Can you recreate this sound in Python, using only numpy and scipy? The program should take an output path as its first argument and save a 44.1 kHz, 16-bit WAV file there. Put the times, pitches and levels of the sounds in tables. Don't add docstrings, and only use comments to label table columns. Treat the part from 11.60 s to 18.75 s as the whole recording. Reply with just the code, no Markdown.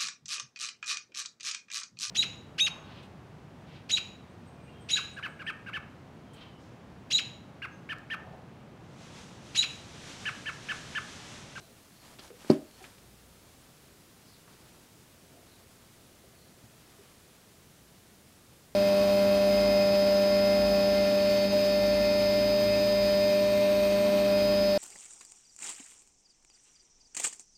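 import sys
import numpy as np
from scipy import signal
from scipy.fft import rfft, irfft
from scipy.io import wavfile

SR = 44100
rng = np.random.default_rng(int(sys.argv[2]) if len(sys.argv) > 2 else 0)


def wav_record(signal):
    frames = np.transpose(np.atleast_2d(signal))
    bounded = np.clip(frames, -1, 1)
    quanta = np.round(bounded * 32767).astype(np.int16)
    wavfile.write(sys.argv[1], SR, quanta)


N = 315315
T = np.arange(N) / SR


def undb(db):
    return 10 ** (np.asarray(db) / 20)


def unit(x):
    return x / np.sqrt(np.mean(x ** 2))


def fade(t, t60_s):
    return (t >= 0) * np.exp(-np.log(1000) * np.maximum(t, 0) / t60_s)


def swell(middle_s, length_s):
    return np.exp(-(2 * (T - middle_s) / length_s) ** 2)


def effort(moves, rest_gain):
    power = sum((undb(db) * swell(middle_s, length_s)) ** 2 for middle_s, length_s, db in moves)
    return np.sqrt(rest_gain ** 2 + power)


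def butter(x, cutoff_hz, kind="low", order=2):
    return signal.sosfilt(signal.butter(order, cutoff_hz, kind, fs=SR, output="sos"), x)


def colour(x, points):
    hz, db = np.transpose(points)
    f = np.maximum(np.fft.rfftfreq(N, 1 / SR), 1)
    return unit(irfft(rfft(x) * undb(np.interp(np.log(f), np.log(hz), db)), N))


def band(x, hz, octaves):
    f = np.maximum(np.fft.rfftfreq(N, 1 / SR), 1)
    return unit(irfft(rfft(x) * np.exp(-.5 * (np.log2(f / hz) / octaves) ** 2), N))


def grit(spread_db, grain_samples=40):
    strength = undb(spread_db * rng.standard_normal(N // grain_samples + 1))
    return np.repeat(strength, grain_samples)[:N] * rng.standard_normal(N)


def ring(modes):
    t = T[:SR // 2]
    return sum(np.sign(polarity) * undb(db) * np.cos(2 * np.pi * hz * t) * fade(t, t60_s)
               for hz, db, t60_s, polarity in modes)


def background(air_db=-57.5, drone_hz=57.7, whine_hz=14993, whine_db=-89):
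    # freq_hz, density_db
    air_spectrum = [(12, -47), (20, -4), (27, -17), (47, -10), (81, -1.5), (112, 0.5), (219, -2), (259, -4),
                    (405, -6.5), (988, -15.5), (1200, -14.5), (2100, -17), (3870, -18), (10300, -20),
                    (15600, -25)]
    air = undb(air_db) * colour(rng.standard_normal(N), air_spectrum)
    drone_gain = undb(-76) + undb(-67.5) * swell(middle_s=1.54, length_s=.62)
    waver = band(rng.standard_normal(N), drone_hz, octaves=0.089)
    drone = drone_gain * unit(np.sin(2 * np.pi * drone_hz * T) + .5 * waver)
    whine = undb(whine_db) * unit(np.sin(2 * np.pi * whine_hz * T))
    return air + drone + whine


def chirps(length_s=.1, min_smear_hz=130, smear_share=.7):
    # middle_s, level_db, pitch_hz, fall_ratio
    calls = [(0.025, -70, 4070, 0.041), (0.395, -68, 4350, .02), (1.136, -68.5, 4340, 0.0235),
             (2.72, -64.5, 4600, 0.17), (3.93, -68, 4050, .06), (4.834, -67, 4270, .04)]
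    noise, out = rng.standard_normal(N), 0
    for middle_s, db, hz, fall in calls:
        u = (T - middle_s) / length_s
        pitch_hz = hz * (1 - fall * np.clip(u, -1, 1))
        tone = np.sin(2 * np.pi * np.cumsum(pitch_hz) / SR)
        smear_hz = np.hypot(min_smear_hz, smear_share * fall * hz)
        blur = unit(butter(noise, smear_hz))
        out += undb(db) * np.exp(-2 * u ** 2) * blur * tone
    return np.sqrt(2) * out


def room(x, wet_db=-18, t60_s=0.306, first_wall_s=0.018, build_s=0.03, low_hz=340, high_hz=2800):
    t = T[:SR // 2] - first_wall_s
    build = 1 - np.exp(-np.maximum(t, 0) / build_s)
    tail = rng.standard_normal(len(t)) * fade(t, t60_s) * build
    tail /= np.sqrt(np.sum(tail ** 2))
    tail = butter(tail, high_hz, order=1)
    tail = butter(tail, low_hz, "high")
    return x + undb(wet_db) * signal.fftconvolve(x, tail)[:N]


def rub(grip_db=-77.5):
    # centre_hz, width_octaves, gain_db
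    resonances = [(348, 0.54, 2.5), (532, 0.049, -7.5), (669, 0.086, -1)]
    # middle_s, length_s, level_db
    squeezes = [(.03, 0.24, -62), (.62, 0.34, -63.5), (3.77, 0.18, -60), (4.7, 1.4, -70.5)]
    slips = grit(spread_db=4, grain_samples=300)
    murmur = unit(sum(undb(db) * band(slips, hz, octaves) for hz, octaves, db in resonances))
    return effort(squeezes, undb(grip_db)) * murmur


def slide(spurt_hz=9, spurt_db=1.6, creep_db=-67.5, creep_db_per_s=-1):
    # middle_s, length_s, level_db
    moves = [(0.01, .12, -67), (.485, 0.13, -56), (.645, .11, -56.5), (.83, 0.11, -55.5), (.912, 0.08, -47),
             (1.25, 0.21, -57.5), (2.03, 0.39, -67), (3.05, 0.51, -64), (4.2, 0.89, -68.5),
             (5.42, 0.89, -64.5)]
    # freq_hz, density_db
    scale_spectrum = [(150, -4), (450, -4.5), (900, -1), (1800, -6.5), (3000, -7), (4500, -8), (7000, -12),
                      (11000, -15), (16000, -34)]
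    spurts = undb(spurt_db * band(rng.standard_normal(N), spurt_hz, octaves=0.64))
    friction = colour(grit(spread_db=1.9), scale_spectrum)
    return effort(moves, undb(creep_db + creep_db_per_s * T)) * spurts * friction


def nudges(rise_s=0.0017):
    # start_s, level_db, pitch_hz, t60_s
    pushes = [(0.703, -40, 476, 0.077), (.708, -47, 410, 0.14), (.738, -48, 490, 0.15),
              (0.842, -54, 226, 0.11), (1.205, -49.5, 759, 0.2), (1.215, -49.5, 378, 0.2),
              (5.037, -45, 120, 0.13), (5.04, -49.5, 230, 0.08), (5.39, -47.5, 401, 0.11)]
    out = 0
    for start_s, db, hz, t60_s in pushes:
        t = np.maximum(T - start_s, 0)
        out += undb(db) * np.sin(2 * np.pi * hz * t) * fade(t, t60_s) * (1 - np.exp(-t / rise_s))
    return out


def scuffs(width_octaves=0.76, rise_s=0.0013):
    # start_s, level_db, centre_hz, t60_s
    scrapes = [(0.587, -47, 2510, 0.12), (.676, -50, 4000, 0.028), (.702, -48, 1404, 0.037),
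               (.845, -49, 1290, .045), (.897, -39.5, 1440, 0.21), (.912, -44, 7500, 0.031),
               (1.11, -50, 4500, 0.022), (1.204, -57, 1480, 0.18), (1.225, -53, 6070, .07),
               (1.24, -49, 1640, 0.11), (1.381, -54, 2200, .035), (2.875, -60.5, 1150, .3),
               (3.08, -65, 2800, 0.31)]
    grains, out = grit(spread_db=3.0), 0
    for start_s, db, hz, t60_s in scrapes:
        t = T - start_s
        envelope = fade(t, t60_s) * np.clip(t / rise_s, 0, 1)
        out += undb(db) * band(grains, hz, width_octaves) * envelope
    return out


def snaps(cushion_hz=7000, buzz_db=-9.5, buzz_hz=4640, buzz_t60_s=0.053):
    # start_s, level_db
    contacts = [(0.5943, -40.5), (0.902, -25.5), (0.909, -45)]
    # pitch_hz, gain_db, t60_s, polarity
    tip_modes = [(4360, -8.5, .014, 1), (4380, -23, 0.046, 1), (4630, -1, 0.0067, 1), (4780, -18, 0.018, 1),
                 (4930, -12, 0.013, 1), (8050, -8, .01, 1)]
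    taps = np.zeros(N)
    for start_s, db in contacts:
        taps[int(start_s * SR)] = undb(db)
    ringing = signal.fftconvolve(butter(taps, cushion_hz), ring(tip_modes))[:N]
    buzz_envelope = sum(undb(db) * fade(T - start_s, buzz_t60_s) for start_s, db in contacts)
    buzz = band(rng.standard_normal(N), buzz_hz, octaves=0.19) * buzz_envelope
    return ringing + undb(buzz_db) * buzz


def thump(radiate_hz=158):
    # time_s, level_db, softness_ms
    blows = [(0.593, -44, 0.09), (0.8473, -39, 0.19), (0.899, -12.5, 0.49), (0.9021, -0.14, 0.31)]
    # pitch_hz, gain_db, t60_s, polarity
    box_modes = [(160, -15.5, .089, 1), (157, -34, .33, 1), (227, -11.5, .115, 1), (276, -20.8, .23, 1),
                 (305, -.7, .005, 1), (308, -21.8, .195, 1), (366, -12.6, .102, 1), (385, -29, .3, 1),
                 (416, -18.5, .06, -1), (498, -29, .14, 1), (572, -22, .05, 1), (594, -27, .25, 1),
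                 (623, -31, .29, -1), (641, -30, .27, -1), (746, -26, .11, 1), (790, -28, .09, 1),
                 (997, -21, .09, 1), (1080, -22, .16, 1), (1232, -16, .07, 1), (1365, -9, .06, 1)]
    force = 0
    for time_s, db, softness_ms in blows:
        push = np.exp(-.5 * ((T - time_s) * 1000 / softness_ms) ** 2)
        force += undb(db) * push / push.sum()
    boards = signal.fftconvolve(force, ring(box_modes))[:N]
    return -butter(boards, radiate_hz, "high")


def scene():
    box = thump() + snaps() + scuffs() + nudges() + slide() + rub()
    return (room(box) + chirps() + background())[None]


def record(dry):
    top_hz = 15750
    return signal.sosfilt(signal.ellip(12, .1, 70, top_hz, fs=SR, output="sos"), dry)


dry = scene()
out = record(dry)
wav_record(out)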